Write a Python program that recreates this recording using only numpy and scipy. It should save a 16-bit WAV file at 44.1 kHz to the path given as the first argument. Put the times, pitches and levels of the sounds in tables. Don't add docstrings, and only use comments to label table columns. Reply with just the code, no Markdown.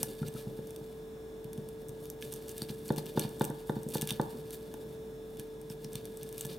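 import sys
import numpy as np
from scipy import signal
from scipy.fft import rfft, irfft
from scipy.io import wavfile
from scipy.ndimage import uniform_filter1d

SR = 44100
rng = np.random.default_rng(int(sys.argv[2]) if len(sys.argv) > 2 else 0)


def volts_from_decibels(level):
    exponent = np.asarray(level, float) / 20
    return 10 ** exponent


def digitize_waveform(pressure):
    field = np.atleast_2d(pressure).T
    bounded = np.clip(field, -1, 1)
    quanta = np.round(bounded * 32767).astype(np.int16)
    wavfile.write(sys.argv[1], SR, quanta)


N = 290178

# (frequency [Hz], side minus mid [dB])
DIFFUSE_SIDE = [(60, -19), (110, -15), (200, -14.5), (380, -7.5), (700, -4), (1290, -1.5), (2380, -1),
                (4400, -4.5), (8120, -11.5), (15000, -31)]


def curve(table, hz):
    f, db = np.transpose(table)
    return np.interp(np.log(np.maximum(hz, 1)), np.log(f), db)


def colour(x, db_at, size=1024):
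    cepstrum = irfft(db_at(np.fft.rfftfreq(size, 1 / SR)) * np.log(10) / 20)
    cepstrum[1:size // 2] *= 2
    cepstrum[size // 2 + 1:] = 0
    impulse_response = irfft(np.exp(rfft(cepstrum)))
    return signal.oaconvolve(x, impulse_response)[:N]


def ring(x, hz, t60):
    radius = np.exp(-np.log(1000) / (t60 * SR))
    angle = 2 * np.pi * hz / SR
    return signal.lfilter([0, np.sin(angle)], [1, -2 * radius * np.cos(angle), radius ** 2], x)


def unit(x):
    return x / np.sqrt(np.mean(x ** 2))


def add(out, s, sound):
    i = int(s * SR)
    out[i:i + len(sound)] += sound[:len(out) - i]


def stereo(mid, side):
    return np.array([mid + side, mid - side])


def walk(rate):
    hold = int(SR / rate)
    steps = np.repeat(rng.standard_normal(N // hold + 1), hold)
    return 1.374 * uniform_filter1d(uniform_filter1d(steps, hold), hold)[:N]


def air():
    # (frequency [Hz], relative level [dB])
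    hiss_spectrum = [(15, -30), (30, -15), (150, -4), (330, -6.5), (520, -13), (900, -19.5), (1250, -26),
                     (1680, -27.5), (1980, -31.5), (3230, -33.5), (3600, -26.5), (4130, -33.5),
                     (5000, -39.5), (5280, -27.5), (5600, -35), (15800, -35.5), (16200, -78)]
    hz = np.fft.rfftfreq(N, 1 / SR)
    gain = volts_from_decibels(curve(hiss_spectrum, hz))
    gain *= volts_from_decibels(-64.5) / np.sqrt(np.sum(gain[hz > 1000] ** 2) / len(hz))
    side_gain = gain * volts_from_decibels(curve(DIFFUSE_SIDE, hz))
    mid, side = (irfft(rfft(rng.standard_normal(N)) * g, N) for g in (gain, side_gain))
    return stereo(mid, side) * volts_from_decibels(.4 * walk(3))


def hum():
    tone_hz = [54, 142, 199, 301, 400, 441.5, 488, 600, 899.5, 1669, 3482]
    # (level [dB], pitch wavering [Hz], side minus mid [dB])
    tones = [(-61, 8.17, -18), (-63, 10.06, -15.5), (-67, 4.87, -7), (-61.5, 4.95, -9), (-63, 1.3, -17),
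             (-46.5, 0.15, -14.5), (-79, 1.6, -3), (-70.5, 2.04, -0.5), (-75, 1.35, -43),
             (-75.5, 3.09, -13), (-76, 2.97, -21)]
    out = 0
    for hz, (db, waver_hz, side_db) in zip(tone_hz, tones):
        phase = 2 * np.pi * (np.cumsum(hz + waver_hz * walk(20)) / SR + rng.random())
        level = np.sqrt(2) * volts_from_decibels(db + 0.53 * walk(24.94))
        out = out + level * stereo(np.sin(phase), volts_from_decibels(side_db) * np.sin(phase + 1.6))
    return out


def room(x, wet_db, t60):
    t = np.arange(int(.4 * SR)) / SR
    decay = np.exp(-np.log(1000) * t / t60) * (t > .003)
    tails = rng.standard_normal((2, len(t))) * decay
    tails /= np.sqrt(np.sum(tails ** 2, axis=1, keepdims=True))
    mid, side = (signal.oaconvolve(x, tail)[:N] for tail in tails)
    return volts_from_decibels(wet_db) * stereo(mid, colour(side, lambda hz: curve(DIFFUSE_SIDE, hz) + 3))


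def sawing():
    # (time [s], level [dB])
    rubbing = [(0, -47), (.2, -58), (.95, -64.5), (1.4, -100), (1.55, -65), (2.15, -66.5), (2.4, -59),
               (3.3, -56), (3.6, -60.5), (4.25, -56), (4.9, -63.5), (5.2, -74), (5.36, -61.5), (5.65, -70),
               (5.85, -60), (6.12, -62), (6.35, -56.5), (6.58, -60.5)]
    # (start [s], hold [s], level [dB], deep minus bright part [dB])
    patches = [(0, 0.0071, -46.5, 1), (0.252, 0.023, -53, 7), (0.355, 0.038, -52, 2.5),
               (2.002, 0.049, -59.5, -5), (2.23, 0.032, -50.5, 1), (2.312, 0.042, -51, 1),
               (2.476, 0.038, -56, 0), (2.557, 0.072, -51.5, 5), (2.69, 0.015, -51, 6),
               (2.725, 0.03, -67, -17), (2.857, 0.03, -47.5, 0), (2.977, 0.0099, -46, 5),
               (3.048, 0.01, -54.5, 10), (3.162, 0.086, -49, 7), (3.407, 0.037, -49, 1),
               (3.67, 0.04, -62, -12), (3.884, 0.022, -53.5, -6), (3.94, 0.01, -41.5, -1),
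               (4.011, 0.018, -44.5, 7), (4.068, 0.071, -47, 9), (4.529, 0.014, -44.5, -2.5),
               (5.391, 0.015, -56, 2), (5.702, 0.01, -50.5, 0), (5.922, 0.06, -54.5, 9),
               (6.044, 0.0064, -51.5, 5), (6.212, 0.012, -58.5, 14), (6.374, 0.094, -51, 1),
               (6.494, 0.043, -53, 7.5)]
    rise_db_s, fall_db_s = 2500, 364
    t = np.arange(N) / SR

    def halves(deep_db):
        return volts_from_decibels(np.array([[deep_db], [-deep_db]]))

    power = volts_from_decibels(2 * np.interp(t, *np.transpose(rubbing))) * halves(2)
    for s, hold_s, db, deep_db in patches:
        rise_db = rise_db_s * np.maximum(s - t, 0)
        fall_db = fall_db_s * np.maximum(t - s - hold_s, 0)
        power = power + volts_from_decibels(2 * (db - rise_db - fall_db)) * halves(deep_db)
    return 10 * np.log10(power)


def knocks(crunch_db):
    # (time [s], level [dB], contact [ms], tick relative to push [dB])
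    bumps = [(.031, -23, 4.4, 1.5), (0.2159, -16.5, 4.2, -30), (0.229, -24.5, 4.5, -7),
             (0.247, -28.5, 1.6, -21), (0.281, -15.5, 9, -25), (0.349, -23, 4, -9), (0.4696, -18, 6.2, -19),
             (0.588, -26.5, 1.6, -8), (0.812, -25, 6.7, -13), (1.45, -25, 5.1, -31), (1.581, -21, 4.3, -19),
             (1.892, -26, 6.5, -29), (2.334, -29.5, 4.6, -5), (2.62, -23.5, 3.3, -7), (2.7, -24, 2.7, -8),
             (2.904, -14, 1.2, 1), (2.977, -22, 2.3, -18), (2.983, -34, 1.7, 10.5),
             (3.1741, -15, 0.78, 4.5), (3.2491, -18, 4, -7), (3.4102, -15, 0.85, 6), (3.499, -22, 2, -19),
             (3.506, -33.5, 1.8, 9), (3.6955, -18.5, 0.8, 6.5), (3.765, -20.5, 2.8, -7),
             (3.863, -24, 2.6, -20), (3.954, -20.5, 0.99, 4), (4.0261, -17.5, 3.5, -10),
             (4.1145, -19.5, 4.7, -8), (4.1971, -16, 0.79, 7), (4.741, -40, 0.7, 11.5),
             (5.393, -24.5, 6.1, -19), (5.703, -26, 4.3, -8.5), (5.847, -27, 3.6, -11.5),
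             (5.951, -21, 5.9, -16), (6.451, -24, 4.6, -11)]
    # (frequency [Hz], level [dB], t60 [s], polarity)
    board_modes = [(683, -17.5, 0.014, -1), (882, -14.5, 0.033, 1), (977, -40, 0.15, 1),
                   (1220, -33, 0.03, -1), (1400, -32, 0.05, 1), (1560, -32, 0.036, -1),
                   (1755, -25.5, 0.018, -1), (3610, -27, 0.018, -1)]
    # (frequency [Hz], level [dB], t60 [s], polarity)
    table_modes = [(132, -13.5, 0.25, 1), (150, -15, 0.2, 1), (193, -8.5, 0.063, 1), (223, -7, 0.034, -1),
                   (310, -20, 0.2, -1), (347, -8.5, 0.04, -1), (382, -18, 0.13, -1), (481, -13.5, 0.1, 1),
                   (541, -24, 0.2, -1), (567, -19.5, 0.16, -1)]
    table_late_s = .0005
    push, ticks = np.zeros(N), np.zeros((len(board_modes), N))
    spots_db = 1.5 * rng.standard_normal((len(bumps), len(board_modes)))
    for (s, db, contact_ms, tick_db), spot_db in zip(bumps, spots_db):
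        shape = np.hanning(int(contact_ms * SR / 1000) + 3)
        add(push, s + table_late_s - contact_ms / 2000, volts_from_decibels(db) * shape / shape.sum())
        ticks[:, int(s * SR)] += volts_from_decibels(db + tick_db + spot_db)
    jolt_db = 0.45 * crunch_db - 48.5 + 4.5 * walk(30)
    push += volts_from_decibels(jolt_db) * rng.standard_normal(N)
    table = sum(sign * volts_from_decibels(db) * ring(push, hz, t60) for hz, db, t60, sign in table_modes)
    table = signal.sosfilt(signal.butter(2, 70, "high", fs=SR, output="sos"), table)
    board = sum(sign * volts_from_decibels(db) * ring(tick, hz, t60)
                for tick, (hz, db, t60, sign) in zip(ticks, board_modes))
    return table, board


def ringers():
    # (time [s], level [dB], frequency [Hz])
    pieces = [(0.228, -52.5, 1400), (0.362, -56.5, 1360), (2.2246, -48.5, 3260), (2.619, -38, 4500),
              (2.693, -47.5, 4250), (2.891, -46.5, 4540), (2.983, -44.5, 4500), (3.2197, -42.5, 4370),
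              (5.7, -49, 5500), (5.846, -47, 5670), (5.956, -47.5, 4130), (6.41, -37, 8050),
              (6.4514, -45, 8650)]
    scrape_cycles, ring_cycles = 6, 25
    out = np.zeros(N)
    for (s, db, hz), noise in zip(pieces, rng.standard_normal((len(pieces), 1500))):
        cycles = np.arange(len(noise)) * hz / SR
        scrape = noise * np.exp(-cycles / scrape_cycles)
        sound = ring(scrape, hz, ring_cycles / hz)
        add(out, s, volts_from_decibels(db) * sound / np.sqrt(np.mean(sound[cycles < ring_cycles] ** 2)))
    return out


def splinter(noise, side, hz, slow_s, tail, ring_db, ring_s):
    burst = tail * noise * np.exp(-np.arange(len(noise)) / SR / slow_s)
    burst[0] = side
    burst[int(.00036 * SR)] += .5 * side
    burst += volts_from_decibels(ring_db) * ring(burst, hz, ring_s)
    return burst / np.sqrt(np.sum(burst ** 2))


def crust(crunch_db):
    # (time [s], level [dB], deep minus bright part [dB])
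    snaps = [(0.0306, -15, -5.5), (0.28, -34, 1), (0.2841, -31.5, 0), (0.34, -39.5, -3), (0.672, -41, -18),
             (0.707, -37.5, -4), (0.762, -33.5, 1), (1.4442, -40, 1), (1.5316, -35, -2), (1.5772, -38, 5),
             (1.6882, -37.5, 0), (1.8853, -39, -16), (1.8928, -38, -8), (2.0555, -35, 2), (2.101, -28, -13),
             (2.2242, -23.5, 13), (2.2115, -40, 0), (2.218, -38, 3), (2.249, -37, 2), (2.3234, -33, -10),
             (2.3274, -29, -1), (2.3383, -29, -13), (2.361, -35, 1), (2.4825, -33, -2), (2.493, -30, -5),
             (2.516, -39, -15), (2.569, -44, -10), (2.5806, -27.5, -4), (2.6199, -29.5, -10),
             (2.629, -35, -6), (2.688, -46, -5), (2.693, -41, 7), (2.703, -41, -8), (2.8807, -34, -22),
             (2.889, -35, 1), (2.923, -37, -15), (2.9617, -31, 2), (2.9684, -33, 3), (2.981, -32, -13),
             (2.9842, -32.5, -3), (3.059, -36, -5), (3.065, -28, 12), (3.195, -16, -0.5), (3.2193, -36, 8),
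             (3.292, -37, -2), (3.3963, -35, -21), (3.4186, -26, 1), (3.4426, -25.5, 0),
             (3.4509, -25.5, -9), (3.501, -36.5, -22), (3.8325, -36.5, -10), (3.8884, -33.5, -16),
             (3.904, -41, -8), (3.909, -37, 8), (3.921, -35, 11), (3.925, -38, 0), (3.9486, -27, -22),
             (3.968, -32, 1), (3.9713, -26, -1), (3.982, -25, 7), (4.0125, -22.5, -5), (4.02, -19.5, -0.5),
             (4.054, -37, 0), (4.0738, -21, 4), (4.09, -19.5, 11), (4.0958, -23, 6), (4.1065, -14, 10),
             (4.117, -37, -10), (4.1241, -32, -5), (4.2143, -30, 3), (4.507, -32, -1), (4.5449, -36, 4),
             (4.74, -34, 2), (5.371, -40, 3), (5.3966, -26.5, 3), (5.6148, -41.5, -3), (5.7, -41, -4),
             (5.8446, -37, -16), (5.932, -34.5, -8), (5.9551, -24.5, 2), (6.0547, -32.5, -3),
             (6.1721, -35, -9), (6.2313, -31, -5), (6.2902, -37, -5), (6.327, -33, -7), (6.3807, -28, -4),
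             (6.396, -45, -6), (6.4095, -25.5, -2), (6.4501, -27.5, 5), (6.455, -32, -12),
             (6.467, -37, -10), (6.531, -40.5, -13)]
    # (frequency [Hz], level [dB], t60 [s])
    blade_modes = [(1724, -38, 0.089), (2448, -26.5, 0.015), (2870, -36, 0.0096), (3543, -24, 0.0082),
                   (4290, -28.5, 0.0096)]
    # (frequency [Hz], gain [dB])
    crust_spectrum = [(1200, -47.5), (2000, -28), (2400, 2.5), (3500, -4), (4600, 1.5), (6500, -0.5),
                      (8500, 4), (13500, 4), (15900, -3), (16700, -48)]
    deep, bright = np.zeros(N), np.zeros(N)
    noises, pitches = rng.standard_normal((len(snaps), 2, 900)), rng.random((len(snaps), 2))
    for (s, db, deep_db), noise, (low, high) in zip(snaps, noises, pitches):
        bright_db = db - 10 * np.log10(1 + volts_from_decibels(2 * deep_db))
        side = np.sign(noise[0, 0])
        deep_snap = splinter(noise[0], side, 2900 + 2400 * low, .0025, .15, -22, 0.0041)
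        bright_snap = splinter(noise[1], side, 7000 + 6000 * high, .002, .11, -20, 0.0025)
        add(deep, s, volts_from_decibels(bright_db + deep_db + 8.0) * deep_snap)
        add(bright, s, volts_from_decibels(bright_db + 12.5) * bright_snap)

    chance = 2600 * volts_from_decibels(3 * walk(60)) / SR
    breaks = (rng.random(N) < chance) * volts_from_decibels(1.3 * rng.exponential(size=N))
    for half, half_db in zip((deep, bright), crunch_db - 3.0):
        sizes = breaks * volts_from_decibels(0.52 * rng.standard_normal(N))
        grains = signal.lfilter([1], [1, -np.exp(-1 / (.0002 * SR))], sizes)
        half += volts_from_decibels(half_db) * unit(grains * rng.standard_normal(N))

    def half_gain(slope):
        return lambda hz: curve(crust_spectrum, hz) - 10 * np.log10(1 + (np.maximum(hz, 1) / 6000) ** slope)

    out = colour(deep, half_gain(35.0)) + colour(bright, half_gain(-10.5))
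    return out + sum(volts_from_decibels(db) * ring(deep, hz, t60) for hz, db, t60 in blade_modes)


def scene():
    crunch_db = sawing()
    crumbs = crust(crunch_db) + ringers()
    table, board = knocks(crunch_db.mean(axis=0))
    crumb_side = (0.017 + 0.09 * walk(60)) * crumbs
    near = stereo(crumbs, crumb_side) + stereo(board, -.1 * board) + table
    far = room(crumbs, -12, 0.13) + room(board, -8.5, 0.57) + room(table, -8.0, 0.31)
    return near + far + air() + hum()


def roll_off(x):
    return signal.sosfilt(signal.butter(12, 16970, fs=SR, output="sos"), x)


def record(dry):
    return roll_off(dry)


dry = scene()
out = record(dry)
digitize_waveform(out)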